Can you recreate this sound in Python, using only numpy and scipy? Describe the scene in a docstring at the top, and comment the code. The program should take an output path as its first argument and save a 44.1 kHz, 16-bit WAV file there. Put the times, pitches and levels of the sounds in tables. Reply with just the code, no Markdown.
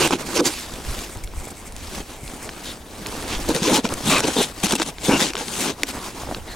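"""A plastic shovel works crusted snow on a frozen lake, a few steps away, in open air with no echo.
It opens with a short scrape: the crust breaks in clumps of tiny fractures and the blade booms and judders.
For nearly three seconds a padded jacket rustles, ice crumbs tick and light wind touches the microphone.
Then comes a run of chops and scrapes, the scoop flexing and knocking, closed by one sharp snap.
Last, packed snow pops dully under boots or falling clods while the jacket rustles on."""
import sys
import numpy as np
from scipy import signal
from scipy.fft import rfft, irfft
from scipy.io import wavfile
from scipy.ndimage import uniform_filter1d

SR = 44100
rng = np.random.default_rng(int(sys.argv[2]) if len(sys.argv) > 2 else 0)


def persist_wave(psi):
    """Save psi, clipped to +-1, as 16-bit WAV."""
    counts = np.round(np.clip(psi, -1, 1) * 32767).astype(np.int16)
    wavfile.write(sys.argv[1], SR, np.atleast_2d(counts).T)


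N = 288987
TIME = np.arange(N) / SR


def gain_of(db):
    """Amplitude ratio of a level in decibels."""
    return 10 ** (np.asarray(db) / 20)


def unit_rms(x):
    """Normalisation to unit mean power."""
    return x / np.sqrt(np.mean(x ** 2) + 1e-20)


def add(mix, start_s, sound):
    """Superposition: a sound joins the mix at its onset."""
    part = mix[max(round(start_s * SR), 0):][:len(sound)]
    part += sound[:len(part)]


def coloured(x, spectrum, size=4096):
    """Minimum-phase filtering by (frequency_hz, level_db) points: causal, so attacks stay sharp."""
    hz, db = np.transpose(spectrum)
    bins_hz = abs(np.fft.fftfreq(size, 1 / SR))
    log_gain = np.log(gain_of(np.interp(np.log(bins_hz + 1), np.log(hz + 1), db)))
    taps = np.fft.ifft(np.exp(np.conj(signal.hilbert(log_gain)))).real[:size // 2]
    return signal.oaconvolve(x, taps)[:len(x)]


def wander(hz):
    """Low-pass noise: a random drift of rms 1, up to about hz."""
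    bins_hz = np.fft.rfftfreq(N, 1 / SR)
    return unit_rms(irfft(rfft(rng.standard_normal(N)) / np.sqrt(1 + (bins_hz / hz) ** 4), N))


def swells(table, column, rest_db):
    """Power summation of rounded swells over a resting level; each length is a width at half height."""
    t = TIME[::32]
    steepness = 2.64  # 2 is a bell; higher has a flatter top
    power = gain_of(rest_db) ** 2
    for row in table:
        middle_s, length_s = row[:2]
        halvings = np.minimum(abs(2 * (t - middle_s) / length_s) ** steepness, 20)
        power = power + (gain_of(row[column]) * .5 ** halvings) ** 2
    return np.interp(TIME, t, np.sqrt(power))


def grains(spectrum, per_s, spread_db, clumps, patchy_db):
    """Shot noise as mid and side: random impulses, each with its own size, place and passing colour."""
    # how unlike the two channels hear a grain: frequency_hz, side_to_mid_db
    width = [(25, -28), (70, -7), (250, -22), (600, -13), (1200, -6.5), (4000, -9), (8000, -11.5),
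             (12000, -13)]
    sizes = gain_of(spread_db * np.minimum(rng.exponential(1, N), 4))
    impulses = sizes * rng.choice([-1, 1], N) * (rng.random(N) < per_s / SR) * clumps
    frames = signal.stft(np.array([impulses, impulses * rng.standard_normal(N)]), nperseg=256)[2]
    patches = uniform_filter1d(rng.standard_normal(frames.shape[1:]), size=4, axis=0)
    patches = unit_rms(uniform_filter1d(patches, size=7, axis=1))
    mid, side = signal.istft(frames * gain_of(patchy_db * patches), nperseg=256)[1][:, :N]
    mid, side = coloured(mid, spectrum), coloured(coloured(side, spectrum), width)
    return np.array([mid, side]) / np.std(mid)


def open_air():
    """Turbulent pressure: wind buffets the microphone over a faint even hiss."""
    # gusts: middle_s, length_s, level_db
    gusts = [(0.78, 0.085, -33.5), (0.895, 0.055, -27.5), (0.99, 0.07, -37), (1.172, 0.034, -31.5),
             (1.27, 0.098, -32), (1.405, 0.074, -33), (1.83, 0.24, -34), (2.0, 0.075, -32.5),
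             (2.26, 0.068, -33.5), (3.38, 0.24, -33), (3.955, 0.06, -27.5), (6.41, 0.18, -36)]
    # spectra of the buffets and the hiss: frequency_hz, level_db
    wind_spectrum = [(10, -8), (32, -1.5), (60, -5), (110, -12), (200, -42), (500, -37), (2000, -68)]
    hiss_spectrum = [(24, -29), (40, -5), (577, -11.5), (778, -11), (1220, -21.5), (1600, -21.5),
                     (2330, -21.5), (6480, -27.5), (9180, -27.5), (15500, -33)]
    strength = swells(gusts, 2, rest_db=-46) * gain_of(3.5 * wander(hz=9.4))
    wind = grains(wind_spectrum, per_s=10000, spread_db=-0.5, clumps=1, patchy_db=-0.5)
    hiss = grains(hiss_spectrum, per_s=30000, spread_db=3, clumps=1, patchy_db=3)
    return wind * strength + gain_of(-43) * hiss


def rustle():
    """Friction and fracture: each movement swishes the jacket, crumbles loose snow and makes ice tick."""
    # movements of the body: middle_s, length_s, swish_db, crumble_db
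    movements = [ (0.21, 0.043, -34.5, -31.5), (0.31, 0.13, -34, -32), (0.55, 0.2, -32.5, -40.5),
                 (0.74, 0.19, -39.5, -38.5), (0.96, 0.21, -33.5, -36), (1.13, 0.18, -45.5, -39.5),
                 (1.45, 0.19, -46, -40.5), (1.63, 0.15, -49.5, -44), (1.86, 0.18, -40, -42),
                 (1.97, 0.098, -35, -33.5), (2.11, 0.13, -42.5, -42), (2.33, 0.17, -44, -39),
                 (2.45, 0.078, -42.5, -35), (2.6, 0.3, -42.5, -39.5), (2.68, 0.12, -37, -43),
                 (3.03, 0.24, -42, -38.5), (3.18, 0.21, -35.5, -31.5), (3.31, 0.091, -33.5, -30),
                 (3.44, 0.18, -34, -32), (3.92, 0.047, -34, -26.5), (4.0, 0.11, -35.5, -32.5),
                 (4.49, 0.058, -37.5, -34), (4.6, 0.1, -38, -39.5), (5.51, 0.098, -45, -39),
                 (5.815, 0.071, -42, -38), (5.895, 0.049, -30.5, -36.5), (5.965, 0.079, -37.5, -31.5),
                 (6.06, 0.11, -35.5, -35.5), (6.2, 0.11, -37.5, -37), (6.32, 0.13, -39.5, -33.5),
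                 (6.52, 0.15, -44, -39), ]
    # spectra of cloth (also used for the ticks) and loose snow: frequency_hz, level_db
    jacket = [(500, -3.5), (1300, -3.5), (1800, 1), (2300, 2.5), (3000, 1.5), (3900, 1.5), (5500, 0.5),
              (8000, 0), (10500, -4), (13000, -9.5), (16000, -14)]
    loose_snow = [(60, 0.5), (140, -3), (230, 6.5), (400, 1.5), (650, -3.5), (1000, -3), (1600, -8.5),
                  (3500, -33.5)]
    clumps = gain_of(1.1 * wander(hz=59.56))
    swish = grains(jacket, per_s=14000, spread_db=3.5, clumps=clumps, patchy_db=2)
    ticks = grains(jacket, per_s=90, spread_db=3, clumps=1, patchy_db=2.5)
    crumbs = grains(loose_snow, per_s=900, spread_db=2, clumps=clumps, patchy_db=2)
    bright = (swish + gain_of(-11.5) * ticks) * swells(movements, 2, rest_db=-54)
    return bright + crumbs * swells(movements, 3, rest_db=-51)


def chafing():
    """Sliding friction: stiff ribbed cloth drags over itself in brief swells of fine grains."""
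    # rubs: middle_s, length_s, level_db
    rubs = [(1.13, 0.085, -40.5), (1.241, 0.021, -35.5), (1.39, 0.16, -42.5), (1.452, 0.047, -38.5),
            (1.486, 0.037, -38.5), (1.51, 0.029, -39), (1.588, 0.1, -43), (1.672, 0.06, -39),
            (2.29, 0.32, -42), (2.44, 0.096, -38)]
    # spectrum of the ribbed cloth: frequency_hz, level_db
    fabric = [(1500, -19), (2280, 3), (3100, -29), (5000, -10.5), (8200, 0), (9700, -5), (11000, -10),
              (15500, -17)]
    envelope = np.zeros(N)
    for middle_s, length_s, db in rubs:
        add(envelope, middle_s - length_s / 2, gain_of(db) * np.hanning(int(length_s * SR)))
    return envelope * grains(fabric, per_s=5900, spread_db=4.5, clumps=1, patchy_db=0.5)


def snow_pops():
    """Heavily damped oscillation: packed snow pops under a boot or a falling clod."""
    # pops: start_s, level_db, pitch_hz
    pops = [(0.787, -25, 476), (1.337, -25.5, 934), (1.472, -18, 476), (3.924, -10.5, 533),
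            (5.938, -21.5, 920), (6.235, -15.5, 730), (6.272, -20, 902), (6.29, -14, 525),
            (6.313, -12.5, 730), (6.325, -15, 646), (6.368, -20, 450), (6.385, -18, 460)]
    out, t = np.zeros(N), np.arange(SR // 25) / SR
    for start_s, db, hz in pops:
        pop = np.sin(2 * np.pi * hz * t) * np.exp(-t / 0.0013)
        low_push = 0.32 * np.sin(2 * np.pi * 0.36 * hz * t) * np.exp(-t / 0.0027)
        onset = 1 - np.exp(-t / 0.00018)
        add(out, start_s, gain_of(db) * (pop + low_push) * onset)
    return out


def friction_bands():
    """Noise-driven resonance: sliding snow or cloth sings in a rough band that glides with the load."""
    # resonances: start_s, end_s, first_hz, last_hz, width_hz, level_db
    bands = [(0, 0.077, 2790, 2810, 218, -25.5), (0, 0.08, 945, 968, 120, -34),
             (0, 0.08, 344.5, 330, 60, -30), (0, 0.074, 12500, 12400, 1800, -40),
             (0.448, 0.494, 12400, 12500, 1800, -39), (0.347, 0.414, 5350, 5360, 904, -29),
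             (0.349, 0.393, 562, 420, 60, -29.5), (0.398, 0.418, 608, 520, 60, -23),
             (0.416, 0.443, 410, 340, 60, -26), (0.363, 0.423, 1020, 1120, 160, -32.5),
             (0.447, 0.492, 4640, 4610, 350, -27.5), (0.446, 0.487, 6720, 6740, 900, -25),
             (0.477, 0.68, 3960, 3970, 700, -46), (2.635, 2.737, 3730, 3690, 600, -39),
             (3.303, 3.377, 2910, 2550, 900, -36), (3.49, 3.519, 440, 487, 30, -24),
             (3.545, 3.59, 462, 494, 30, -27.5), (3.648, 3.67, 990, 1000, 60, -27),
             (3.651, 3.747, 368, 290, 60, -21.5), (3.672, 3.712, 488, 560, 30, -24.5),
             (3.715, 3.799, 807, 914, 70, -28), (3.637, 3.7, 2550, 2426, 350, -32.5),
             (3.641, 3.786, 3450, 3540, 300, -35), (3.622, 3.685, 5710, 5800, 1000, -31),
             (4.033, 4.111, 125, 248, 55, -26.5), (4.085, 4.201, 2605, 2430, 381, -26),
             (4.09, 4.205, 1130, 1090, 170.8, -25.5), (4.095, 4.186, 638, 614, 69.7, -28.5),
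             (4.066, 4.192, 3800, 3650, 500, -28.5), (4.366, 4.427, 880, 900, 119, -34),
             (4.351, 4.46, 3585, 3630, 540, -26.5), (4.373, 4.425, 420, 378, 30, -23),
             (4.752, 4.768, 2770, 2900, 181.6, -29), (5.104, 5.192, 2770, 2780, 150, -27.5),
             (5.202, 5.3, 6900, 7100, 1300, -33), (5.917, 6.125, 992, 1050, 300, -41.5),
             (6.146, 6.246, 946, 965, 330, -40.5), (6.462, 6.553, 1870, 1860, 260, -44.5),
             (6.465, 6.552, 3780, 4300, 450, -44.5)]
    out = np.zeros(N)
    drift = wander(hz=25)
    for start_s, end_s, first_hz, last_hz, width_hz, db in bands:
        count = int((end_s - start_s) * SR)
        pole = np.exp(-2 * np.pi * width_hz / SR)
        noise = rng.standard_normal((2, N // 8))
        quadrature = signal.lfilter([1], [1, -2 * pole, pole * pole], noise)[:, -count:]
        quadrature /= np.hypot(*quadrature) ** 0.26  # friction holds the strength fairly even
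        waver = 1 + 0.0117 * np.roll(drift, -int(start_s * SR))[:count]
        phase = 2 * np.pi * np.cumsum(np.linspace(first_hz, last_hz, count) * waver) / SR
        tone = quadrature[0] * np.cos(phase) + quadrature[1] * np.sin(phase)
        add(out, start_s, gain_of(db) * unit_rms(tone * signal.windows.tukey(count, .5)))
    return out


def blade_ring(damping, detune, soft_hz):
    """Modal decay: the modes shift with the point of contact, and a soft blow misses the high ones."""
    # modes of the blade: pitch_hz, level_db, t60_s (at a damping of 1)
    modes = [(329, 8.5, 0.033), (946, 12.5, 0.01), (1510, 3.5, 0.028), (2360, 8.5, 0.015),
             (2900, 1, 0.0082), (3600, 10, 0.0039), (5610, 8, 0.032), (6900, 7, 0.026), (8900, 9, .02)]
    t = np.arange(SR // 16) / SR
    hz, db, t60_s = np.transpose(modes)[:, :, None]
    hz = hz * (1 + detune * rng.standard_normal(hz.shape))
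    strength = gain_of(db) / (1 + (hz / soft_hz) ** 4) * rng.choice([-1, 1], hz.shape)
    decay = np.exp(-np.log(1000) * damping * t / t60_s)
    sound = (strength * decay * np.sin(2 * np.pi * hz * t)).sum(0)
    return sound / abs(sound).max()


def judder():
    """Stick-slip motion: uneven slips ring the blade at a gliding rate."""
    # runs of slips: start_s, end_s, peak_db, first_rate_hz, last_rate_hz
    runs = [(0.0, 0.077, -12, 167, 178), (0.123, 0.139, -8.5, 232, 186), (0.382, 0.4, -13.5, 103, 140),
            (4.1, 4.189, -15.5, 193, 100), (4.722, 4.736, -13.5, 220, 150), (4.803, 4.823, -25, 220, 81),
            (5.093, 5.176, -10.5, 217, 150)]
    out = np.zeros(N)
    for start_s, end_s, db, first_hz, last_hz in runs:
        cycles = np.cumsum(np.linspace(first_hz, last_hz, int((end_s - start_s) * SR))) / SR
        slips_s = np.flatnonzero(np.diff(np.floor(cycles), prepend=-1)) / SR
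        for slip_s, (late, size) in zip(slips_s, rng.standard_normal((len(slips_s), 2))):
            ring = blade_ring(damping=1.3, detune=0.064, soft_hz=4240)
            add(out, start_s + slip_s + 0.00077 * late, gain_of(db + 0.59 * size) * ring)
    return out


def snaps():
    """Brittle fracture: a hard crumb cracks, knocks and rings the blade; a dull crack rings it dully."""
    # cracks: start_s, peak_db, treble_db, knock_db (the last two shape the spectrum)
    cracks = [(0.075, -8.5, 12, -25), (0.108, -8, -8, 6), (0.85, -20, -13, -4), (1.172, -23, 4, -24),
              (1.275, -23.5, -19, -10), (1.7235, -22.5, 6, -21), (1.7647, -20, 2, -28),
              (2.278, -20.5, -15, -15), (2.492, -14.5, -30, -5), (3.062, -16, -25, -20),
              (3.069, -13.5, 10, -14), (3.563, -8, -14, -12), (3.853, -10.5, -38, 19),
              (3.875, -23, -6, -26), (3.89, -16, -10, -31), (3.939, -9, 4, -26), (4.183, -6, -2, -13),
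              (4.193, -7.5, -6, 2), (4.205, -5.5, -3, -4), (4.668, -6, -6, -7), (4.736, -9.5, -14, 4),
              (4.754, -6, 1, -25), (4.799, -6, -8, -4), (4.8161, -12, -6, -21), (4.8191, -5.5, -18, -5.5),
              (4.828, -8, -8, -24), (4.984, -19.5, -34, -16), (5.335, -15, -10, -12),
              (5.354, -8.5, -14, -7), (5.368, -13.5, -34, -16), (5.4827, -14.5, -12, -22),
              (5.8335, -1, -12, -16.5), (6.3468, -13.5, -28, -8)]
    out, t = np.zeros(N), np.arange(SR // 16) / SR
    for start_s, db, treble_db, knock_db in cracks:
        burst = rng.standard_normal(len(t)) * np.exp(-t / 0.0011)
        burst[0] += 3  # the first break is the sharpest
        lows = [(100, knock_db), (350, knock_db + 12.5), (700, knock_db + 6), (1400, knock_db + 5.5)]
        highs = [(2200, -4), (4200, -4.5), (8000, treble_db), (15000, treble_db - 21)]
        crack = coloured(burst, lows + highs)
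        ring = blade_ring(damping=0.6, detune=0.01, soft_hz=12000 * gain_of(0.14 * treble_db))
        sound = crack / abs(crack).max() + gain_of(-7 + .5 * knock_db) * ring
        add(out, start_s, gain_of(db) * sound / abs(sound).max())
    return out


def thumps():
    """Damped flexure: as blade or boot breaks through, the snow-loaded scoop bends and its hollow rings."""
    # blows: start_s, level_db, pitch_hz, hollow_relative_db
    blows = [(0.107, -15.5, 362, 4), (0.131, -12, 258, 5), (0.3923, -11, 343, -11),
             (0.4122, -7.5, 308, -14), (2.233, -23, 140, -30), (3.491, -10, 323, -8), (3.504, -9, 315, -5),
             (3.62, -9.5, 198, -9), (3.727, -10, 292, -5), (3.785, -13, 264, -7), (3.843, -16, 203, -10),
             (4.087, -10, 186.3, -14), (4.242, -7.5, 260, -11), (4.25, -21, 316, -6),
             (4.283, -10.5, 330, -13), (4.366, -16, 255, 1), (4.385, -11.5, 246, -2), (4.402, -12, 253, 0),
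             (4.638, -7.5, 196, -19), (4.65, -16, 260, -12), (4.731, -10, 224, -15), (4.754, -14, 268, -21),
             (4.801, -12, 321, -4), (4.82, -24, 267, 0), (5.089, -2.5, 230.7, -22), (5.109, -11.5, 303, 3),
             (5.13, -5, 267.5, -20), (5.301, -22, 330, -14), (5.346, -21, 410, -10), (5.408, -22, 260, 5),
             (5.835, -21, 279, -20), (6.319, -21, 288, -17)]
    hollow_hz, hollow_decay_s = 894, 0.0035
    out, t = np.zeros(N), np.arange(SR // 10) / SR
    for start_s, db, hz, hollow_db in blows:
        overtone_shift, hollow_shift = rng.uniform(-1.04, 1, 2)
        overtone_hz = hz * (1.615 + 0.13 * overtone_shift)
        flex = (np.sin(2 * np.pi * hz * t) + 0.37 * np.sin(2 * np.pi * overtone_hz * t)) * np.exp(-t / 0.008)
        hollow = np.sin(2 * np.pi * hollow_hz * (1 + 0.078 * hollow_shift) * t)
        hollow *= gain_of(hollow_db) * np.exp(-t / hollow_decay_s)
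        onset = 1 - np.exp(-t / 0.0014)
        add(out, start_s, gain_of(db) * (flex + hollow) * onset)
    return out


def push_envelopes():
    """Loading and release: crunch, powder and boom build, hold and let go with each push of the blade."""
    # pushes: start_s, attack_s, length_s, release_s, crunch_db, boom_db, powder_relative_db
    pushes = [ (0.0, 0.0011, 0.056, 0.04, -21.5, -21, -6), (0.097, 0.03, 0.038, 0.035, -25.5, -22, -8.5),
              (0.328, 0.028, 0.052, 0.007, -25, -23, -3.5), (0.386, 0.0077, 0.021, 0.0053, -26, -15, -7),
              (0.44, 0.019, 0.031, 0.035, -21.5, -18.5, -2), (3.25, 0.086, 0.1, 0.026, -29, -47, -26),
              (3.477, 0.0083, 0.036, 0.033, -30, -23.5, -5), (3.534, 0.018, 0.017, 0.068, -24.5, -22.5, -5),
              (3.583, 0.067, 0.091, 0.04, -23, -27.5, -7), (3.679, 0.019, 0.057, 0.03, -26, -22, -3),
              (3.722, 0.018, 0.051, 0.024, -20, -19, -4), (3.769, 0.008, 0.025, 0.017, -27, -20.5, -16),
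              (3.835, 0.012, 0.018, 0.03, -26, -21.5, -10), (4.035, 0.039, 0.099, 0.023, -22.5, -24, -3.5),
              (4.09, 0.01, 0.11, 0.012, -24, -29.5, -5.5), (4.205, 0.034, 0.046, 0.025, -27, -20, -6.5),
              (4.248, 0.022, 0.035, 0.073, -25.5, -24.5, -6.5), (4.267, 0.15, 0.17, 0.034, -23.5, -33, -3),
              (4.357, 0.0091, 0.055, 0.041, -36, -24, -14), (4.628, 0.0081, 0.024, 0.033, -23, -25.5, -6),
              (4.669, 0.014, 0.07, 0.011, -28.5, -28, -5), (4.745, 0.007, 0.019, 0.0076, -29, -32, -0.5),
              (4.771, 0.0098, 0.04, 0.004, -31, -35, -10), (4.811, 0.003, 0.018, 0.0088, -28.5, -27, -9),
              (4.834, 0.032, 0.062, 0.017, -32, -36.5, -3.5),
              (5.005, 0.045, 0.082, 0.045, -27.5, -28, -2.5),
              (5.078, 0.007, 0.072, 0.057, -28.5, -18.5, -4.5),
              (5.147, 0.054, 0.088, 0.033, -21, -20.5, -6), (5.234, 0.016, 0.07, 0.018, -29, -30.5, -10.5),
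              (5.366, 0.011, 0.041, 0.071, -29.5, -31, -8.5), (5.416, 0.18, 0.23, 0.045, -26.5, -32, -1),
              (5.603, 0.053, 0.1, 0.028, -27, -24, -8.5), ]
    ramp_db = 15.5  # climb over one attack time, drop over one release time
    power = np.zeros((3, N))
    for start_s, attack_s, length_s, release_s, crunch_db, boom_db, powder_db in pushes:
        building = np.maximum(1 - (TIME - start_s) / attack_s, 0)
        easing = np.maximum(TIME - start_s - length_s, 0) / release_s
        shape = gain_of(-ramp_db * np.minimum(building + easing, 10))
        power += np.outer(gain_of([crunch_db, crunch_db + powder_db, boom_db]), shape) ** 2
    return np.sqrt(power)


def collapse_envelopes(decay_s=0.0047):
    """Sudden failure: a slab gives way, and crunch and powder jump up and decay exponentially."""
    # breaking slabs: start_s, crunch_db, powder_db
    slabs = [(0.1251, -25, -42), (0.4555, -17, -32), (1.237, -39, -48), (3.489, -21.5, -22.5),
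             (3.548, -26, -21), (3.844, -38, -40), (4.3646, -23, -33), (4.6355, -23, -17),
             (4.644, -17.5, -17.5), (4.6599, -19, -24), (4.698, -19, -27), (4.7085, -15.5, -25),
             (4.722, -15, -23), (4.799, -30, -34), (4.821, -24, -31), (4.829, -22, -34)]
    crunch, powder = np.zeros((2, N))
    decay = np.exp(-TIME[:SR // 16] / decay_s)
    for start_s, crunch_db, powder_db in slabs:
        add(crunch, start_s, gain_of(crunch_db) * decay)
        add(powder, start_s, gain_of(powder_db) * decay)
    return crunch, powder


def scraping():
    """Forced vibration: the crust fails in clumps of fractures that shake the blade and throw off powder."""
    # spectra of crust, powder and the buried and free blade: frequency_hz, level_db
    crust = [(250, -14), (620, -12), (760, 2), (950, 0), (1250, -3), (1500, -1), (1800, -4), (2450, -1),
             (3050, -0.5), (3600, 0.5), (4900, -3), (6500, -3.5), (8000, -10.5), (10000, -45), (15000, -32)]
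    fine_snow = [(3500, -30), (6500, -2), (8500, 0), (10500, -4), (12500, -11), (16000, -18.5)]
    blade_buried = [(50, -53), (90, -22), (130, -4), (175, 0), (250, 3), (340, -2.5), (480, -1), (660, -7),
                    (920, -10), (1200, -25), (1600, -15), (4000, -70)]
    blade_free = [(50, -54), (150, -13.5), (240, -10), (330, 4), (430, -4.5), (540, -4), (700, -24),
                  (1000, -10), (1600, -22), (4000, -69)]
    # how deep the blade sits; packed snow lowers its boom: time_s, depth_fraction
    depths = [(0, 0.33), (.45, 0.06), (3.5, 0.67), (4.1, 0.82), (5.2, 0.9), (5.7, 0.54)]
    clumps = gain_of(1.22 * wander(hz=166))
    fine = grains(crust, per_s=7000, spread_db=2, clumps=clumps, patchy_db=2)
    chunks = grains(crust, per_s=420, spread_db=1, clumps=clumps, patchy_db=4.5)
    chunk_gain = gain_of(-3)
    crunch = (fine + chunk_gain * chunks) / np.hypot(1, chunk_gain)
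    powder = grains(fine_snow, per_s=11000, spread_db=2, clumps=clumps, patchy_db=2.5)
    buried, free = (grains(blade, per_s=2500, spread_db=0.5, clumps=np.sqrt(clumps), patchy_db=3)
                    for blade in (blade_buried, blade_free))
    depth = np.interp(TIME, *np.transpose(depths))
    boom = np.sqrt(depth) * buried + np.sqrt(1 - depth) * free
    push_crunch, push_powder, push_boom = push_envelopes()
    slab_crunch, slab_powder = collapse_envelopes()
    crunch *= np.hypot(push_crunch, slab_crunch)
    powder *= np.hypot(push_powder, slab_powder)
    return crunch + powder + boom * push_boom


def scene():
    """Superposition and directivity: the sources add, and the blade beams treble to one side."""
    # which way the treble is thrown: time_s, left_minus_right_db
    facing = [(0, -3.5), (.42, -4.5), (.65, 0.5), (2.9, 2), (3.33, -1.5), (3.6, 3), (4.8, 4), (5.7, 5),
              (5.95, 1), (6.55, 0.5)]
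    mid, side = scraping() + rustle() + chafing() + open_air()
    mid = mid + friction_bands() + judder() + snaps() + thumps() + snow_pops()
    treble = signal.sosfiltfilt(signal.butter(2, 1700, "high", fs=SR, output="sos"), mid)
    ratio = gain_of(np.interp(TIME, *np.transpose(facing)))
    side = side + treble * (ratio - 1) / (ratio + 1)
    return np.array([mid + side, mid - side])


def record(dry):
    """Path difference and saturation: the left leads slightly, peaks round off, the band is limited."""
    lead_s, ceiling, edge_hz = 1.3e-5, .78, 16000
    hz = np.fft.rfftfreq(N, 1 / SR)
    left_response = gain_of(-.2) * np.exp(1j * np.pi * hz * lead_s)
    heard = irfft(rfft(dry) * np.array([left_response, 1 / left_response]), N)
    heard = heard / (1 + (heard / ceiling) ** 4) ** .25
    low_pass = signal.firwin(511, edge_hz, window=("kaiser", 9), fs=SR)
    return signal.oaconvolve(heard, low_pass[None], "same")


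dry = scene()
out = record(dry)
persist_wave(out)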